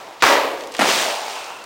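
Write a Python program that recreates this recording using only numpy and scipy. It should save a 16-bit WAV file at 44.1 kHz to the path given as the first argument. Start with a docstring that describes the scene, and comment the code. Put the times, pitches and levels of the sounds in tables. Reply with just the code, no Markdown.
"""In a yard beside a metal shed, a sword swishes through a water-filled plastic jug.
The blow cracks the plastic and the water bursts out; the walls reflect the sound and the shed
rings in its modes. Half a second later the first drops land, the halves thud on the ground,
and the water slaps down, sprays in many small impacts and gurgles away in a resonant hollow."""
import sys
import numpy as np
from scipy import signal
from scipy.fft import rfft, irfft
from scipy.io import wavfile

SR = 44100
rng = np.random.default_rng(int(sys.argv[2]) if len(sys.argv) > 2 else 0)


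def master(y):
    """Save y as 16-bit WAV."""
    cut = np.clip(np.atleast_2d(y).T, -1, 1)
    pcm = np.round(cut * 32767)  # scale
    wavfile.write(sys.argv[1], SR, pcm.astype(np.int16))


N = 72765
T = np.arange(N) / SR


def blade():
    """Turbulence and impact: the blade swishes, bites, cracks the plastic and pushes air aside."""
    # blade and water strike the jug's walls: t/s, peak level/dB, f/Hz
    cracks = [(0.2232, 0, 3360), (0.2243, 1.5, 1720), (0.2271, -4, 1180), (0.2306, 0.5, 1110),
              (0.2384, 3.5, 950), (0.2408, 1.5, 1210)]
    # spectrum of the displaced air: f/Hz, relative level/dB
    push_spectrum = [(25, -4.5), (60, -8), (150, -1), (300, -8), (1000, -33)]
    swish = amp(-35) * band(noise(), hz=2920, octaves=0.66) * envelope(0.202, 0.0061, 0.032, 0.026)
    bite = amp(-21.5) * band(noise(), hz=6000, octaves=0.51) * envelope(.2226, 0.00082, 0.0018, 0.014)
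    push_level = envelope(0.229, .006, 0.021, .06) + amp(-16) * envelope(0.194, .02, 0.078, 1.1)
    push = amp(-38) * colour(noise(), push_spectrum) * push_level
    return swish + bite + push + low_cut(pops(cracks, rise_cycles=0.29, fall_cycles=0.52), hz=278)


def pops(blows, rise_cycles, fall_cycles):
    """Damped vibration: each blow flexes the plastic for a cycle or two."""
    out = np.zeros(N)
    for s, db, hz in blows:
        cycles = (T - s) * hz
        decay = np.exp(-abs(cycles) / np.where(cycles < 0, rise_cycles, fall_cycles))
        out -= amp(db) * np.cos(2 * np.pi * cycles) * decay
    return out


def burst():
    """Rupture: tearing plastic and escaping water emit a dense crackle of impulses."""
    # spectrum of the rupture: f/Hz, relative level/dB
    spectrum = [(30, -38), (190, -20), (235, -10), (268, 0.5), (550, -3.5), (1100, 2), (1550, -3),
                (2100, -4), (3300, -9.5), (6000, -14.5), (9500, -25.5), (12000, -30.5), (15000, -25)]
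    tearing = patter(per_s=3000, spread_db=2.5, wash=0.61)
    water = droplets(per_s=500, spread_db=2.5, octaves=0.35)
    return amp(-12) * colour(tearing + water, spectrum) * envelope(.223, 0.0027, 0.07, 0.31)


def landing():
    """Impact excitation: the halves thud and tumble as the bulk of the water slaps down."""
    # modes of the water-laden halves: f/Hz, relative level/dB, T60/s
    modes = [(162, -7, 0.27), (203, 0, .13), (236, 6, .1), (284, -6, 0.25)]
    # spectrum of the slap: f/Hz, relative level/dB
    spectrum = [(30, -44), (110, -23), (170, -4.5), (280, 3), (380, -1.5), (660, 2.5), (1200, 1),
                (2400, -1.5), (5000, -12), (10000, -19), (15000, -32)]
    # the halves strike the ground and settle: t/s, peak level/dB, f/Hz
    blows = [(0.7926, -5.5, 690), (0.8115, -3.5, 790), (0.8213, -3, 800), (0.8262, -6, 640),
             (0.8445, -12, 700), (0.859, -4, 850), (1.2815, -15, 834), (1.505, -18.5, 940)]
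    land_s = .7915
    thud = sum(amp(db) * np.sin(2 * np.pi * f * (T - land_s)) * envelope(land_s, 0.0062, 0.0044, t60)
               for f, db, t60 in modes)
    slap = colour(patter(per_s=1600, spread_db=2.5, wash=0.7), spectrum)
    slap *= amp(-16) * envelope(land_s, 0.0015, 0.01, 0.048) + amp(-17) * envelope(.807, .005, 0.022, 0.85)
    knocks = pops(blows, rise_cycles=0.69, fall_cycles=0.48)
    return low_cut(amp(-23) * thud, hz=130) + slap + low_cut(knocks, hz=298)


def spray():
    """Superposition of random impacts: the thrown water rains down in fine drops and fat ones."""
    # spectrum of the fine drops: f/Hz, relative level/dB
    spectrum = [(40, -24), (120, -18.5), (300, -4), (700, 3.5), (1500, -1), (3000, 0), (6000, -4.5),
                (9600, -12), (10400, -23), (12000, -21.5), (15000, -18)]
    # their swell and fade: t/s, level/dB
    levels = [(.54, -49), (.6, -41.5), (.7, -47), (.78, -35), (.81, -30.5), (.89, -17.5), (1.0, -19),
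              (1.1, -24.5), (1.22, -32), (1.33, -32), (1.45, -35.5), (1.65, -46.5)]
    clicks = patter(per_s=4500, spread_db=2, wash=.5)
    pitched = amp(1) * droplets(per_s=800, spread_db=2, octaves=.22)
    fine = colour(clicks + pitched, spectrum) * amp(curve(levels))
    fat = band(droplets(per_s=60, spread_db=1.5, octaves=.5), hz=4000, octaves=.9)
    return fine + amp(-34.5) * fat * envelope(.8, .1, 0.14, 1.35)


def drops():
    """Brief impacts have broad spectra: each single drop lands with a splat and a bright tick."""
    # drops before and after the main splash: t/s, level/dB, f/Hz
    impacts = [(0.608, -31, 3130), (0.637, -32.5, 3400), (0.672, -35.5, 5400), (0.7207, -31, 4000),
               (0.74, -29, 3840), (0.749, -20.5, 2200), (0.767, -27.5, 3970), (0.784, -27, 2290),
               (1.065, -27.5, 4900), (1.282, -26, 2330), (1.297, -30, 3170), (1.333, -27, 2340),
               (1.357, -30, 3300), (1.444, -35, 3500), (1.64, -37.5, 5200)]
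    splat_decay_s, tick_decay_s = 0.0039, 0.0017
    out = np.zeros(N)
    for s, db, hz in impacts:
        splat = band(noise(), hz, octaves=.8) * np.exp(-abs(T - s) / splat_decay_s)
        tick = band(noise(), hz=6800, octaves=0.43) * np.exp(-abs(T - s) / tick_decay_s)
        out += amp(db) * (T >= s) * (splat + amp(-11) * tick)
    return out


def gurgle():
    """Cavity resonance: water drums in a hollow whose pitch rises as it drains."""
    # lowest resonance of the hollow: t/s, f/Hz, level/dB
    track = [(.9, 610, -61), (1.03, 700, -27.5), (1.15, 745, -29), (1.236, 810, -30), (1.32, 780, -34),
             (1.38, 920, -31.5), (1.43, 876, -39), (1.51, 930, -36.5), (1.65, 930, -53)]
    s, hz, db = np.transpose(track)
    pitch = np.interp(T, s, hz)
    drive = patter(per_s=1100, spread_db=0.5, wash=0.7)
    body = low_cut(resonate(drive, pitch, width_hz=510), hz=396) * amp(np.interp(T, s, db))
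    second = amp(-43) * resonate(drive, pitch * 1.43, width_hz=210)
    third = amp(-42.5) * resonate(drive, pitch * 2.85, width_hz=380)
    return body + low_cut(second + third, hz=704) * envelope(1.223, 0.048, 0.34, 0.67)


def yard_echo():
    """Reverberation: dense reflections follow the burst, the bass lasting longest."""
    # spectrum of the reflections: f/Hz, relative level/dB
    spectrum = [(60, -37), (170, -26.5), (232, -15), (268, -9), (380, -1.5), (500, 1), (1000, 2.5),
                (1400, -4), (2100, -5), (4500, -12), (9000, -27), (12000, -30), (15000, -29)]
    # reverberation time of the yard: f/Hz, T60/s
    decay_times = [(250, 1.55), (550, 1.2), (1000, 0.83), (2000, 0.82), (5000, 0.67), (14000, 0.93)]
    start_s, rise_s, decay_from_s = 0.277, 0.05, .33
    reflections = colour(patter(per_s=2500, spread_db=2.5, wash=.9), spectrum)
    hz, t, frames = signal.stft(reflections, SR, nperseg=256)
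    decay = np.exp(-np.log(1000) * np.maximum(t - decay_from_s, 0) / read(decay_times, hz)[:, None])
    onset = np.clip((T - start_s) / rise_s, 0, 1)
    return amp(-14) * signal.istft(frames * decay, SR)[1][:N] * onset


def shed():
    """Sympathetic vibration: the metal wall answers the burst, each mode wavering in phase."""
    # modes of the wall: f/Hz, relative level/dB, T60/s
    modes = [(280.3, -9, 0.92), (435, -10, 1.9), (498, -8, 1.6), (559.6, 0.5, 0.84), (722, -13, 0.652),
             (794, -21, 0.67), (897, -1, 0.51), (947, 3, 0.52), (1148, -5, 0.81), (1303, -4, 0.39),
             (1687, -12, 0.42), (1920, -5, 0.49), (1970, -4.5, .55)]
    ring = np.zeros(N)
    for f, db, t60 in modes:
        turns = f * T + rng.random() + .1 * band(noise(), hz=12, octaves=0.62)
        ring += amp(db) * np.sin(2 * np.pi * turns) * envelope(0.281, 0.022, 0.032, t60)
    return amp(-20.5) * ring


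def water_wash():
    """Shot noise: a faint hollow wash of water dies away like a splash's tail, then lingers low."""
    # spectrum of the wash of water: f/Hz, relative level/dB
    spectrum = [(25, -25), (100, -19), (220, -9), (480, 0.5), (700, 2), (1000, 3), (1400, -5), (3500, -12),
                (7000, -22.5), (12000, -30.5), (15000, -29)]
    # it dies away at first, then lingers: t/s, level/dB
    levels = [(0, -35.5), (.18, -41.5), (1.65, -39.5)]
    return colour(patter(per_s=1600, spread_db=2, wash=1), spectrum) * amp(curve(levels))


def patter(per_s, spread_db, wash):
    """Shot noise: random clicks of uneven size over a smooth wash; rms 1."""
    size = amp(spread_db * np.minimum(rng.exponential(1, N), 4))
    clicks = size * np.sign(noise()) * (rng.random(N) < per_s / SR)
    return unit(unit(clicks) + wash * noise())


def droplets(per_s, spread_db, octaves):
    """Band-limited shot noise: drops at 14 pitches, per_s at each; rms 1."""
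    return unit(sum(np.sqrt(hz) * band(patter(per_s, spread_db, 0), hz, octaves)
                    for hz in np.geomspace(400, 15000, 14)))


def noise():
    """White Gaussian noise."""
    return rng.standard_normal(N)


def colour(x, spectrum):
    """Minimum-phase filtering to the given spectrum; rms 1."""
    log_gain = np.log(amp(read(spectrum, abs(np.fft.fftfreq(4096, 1 / SR)))))
    taps = np.fft.ifft(np.exp(np.conj(signal.hilbert(log_gain)))).real
    return unit(signal.fftconvolve(x, taps[:len(taps) // 2])[:N])


def band(x, hz, octaves):
    """Gaussian band-pass on a log-frequency axis; rms 1."""
    f = np.fft.rfftfreq(N, 1 / SR) + 1
    return unit(irfft(rfft(x) * np.exp(-.5 * (np.log2(f / hz) / octaves) ** 2), N))


def resonate(x, hz, width_hz):
    """Double-pole resonance that follows the curve hz; rms 1."""
    carrier = np.exp(2j * np.pi * np.cumsum(hz) / SR)
    pole = np.exp(-np.pi * width_hz / SR)
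    return unit((carrier * signal.lfilter([1], [1, -2 * pole, pole * pole], x / carrier)).real)


def low_cut(x, hz):
    """Third-order high-pass."""
    return signal.sosfilt(signal.butter(3, hz, "high", fs=SR, output="sos"), x)


def envelope(start_s, rise_s, hold_s, t60):
    """Linear attack; exponential decay from hold_s after the start."""
    attack = np.clip((T - start_s) / rise_s, 0, 1)
    return attack * np.exp(-np.log(1000) * np.maximum(T - start_s - hold_s, 0) / t60)


def curve(points):
    """Linear interpolation in time."""
    return np.interp(T, *np.transpose(points))


def read(points, hz):
    """Interpolation in log frequency."""
    f, value = np.transpose(points)
    return np.interp(np.log(hz + 1), np.log(f), value)


def amp(db):
    """Decibels to amplitude ratio."""
    return 10 ** (np.asarray(db) / 20)


def unit(x):
    """Normalisation to rms 1."""
    return x / np.sqrt(np.mean(x ** 2) + 1e-20)


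def scene():
    """Superposition of the cut, its echo and everything coming down, in mono."""
    cut = blade() + burst() + yard_echo() + shed()
    return (cut + drops() + landing() + spray() + gurgle() + water_wash())[None]


def record(dry):
    """Hard clipping of the loudest peaks, then a low-pass at 16.1 kHz."""
    clipped = np.clip(dry, -1.1, 1.1)
    low_pass = signal.firwin(511, 16100, window=("kaiser", 9), fs=SR)
    return signal.oaconvolve(clipped, low_pass[None], "same")


dry = scene()
out = record(dry)
master(out)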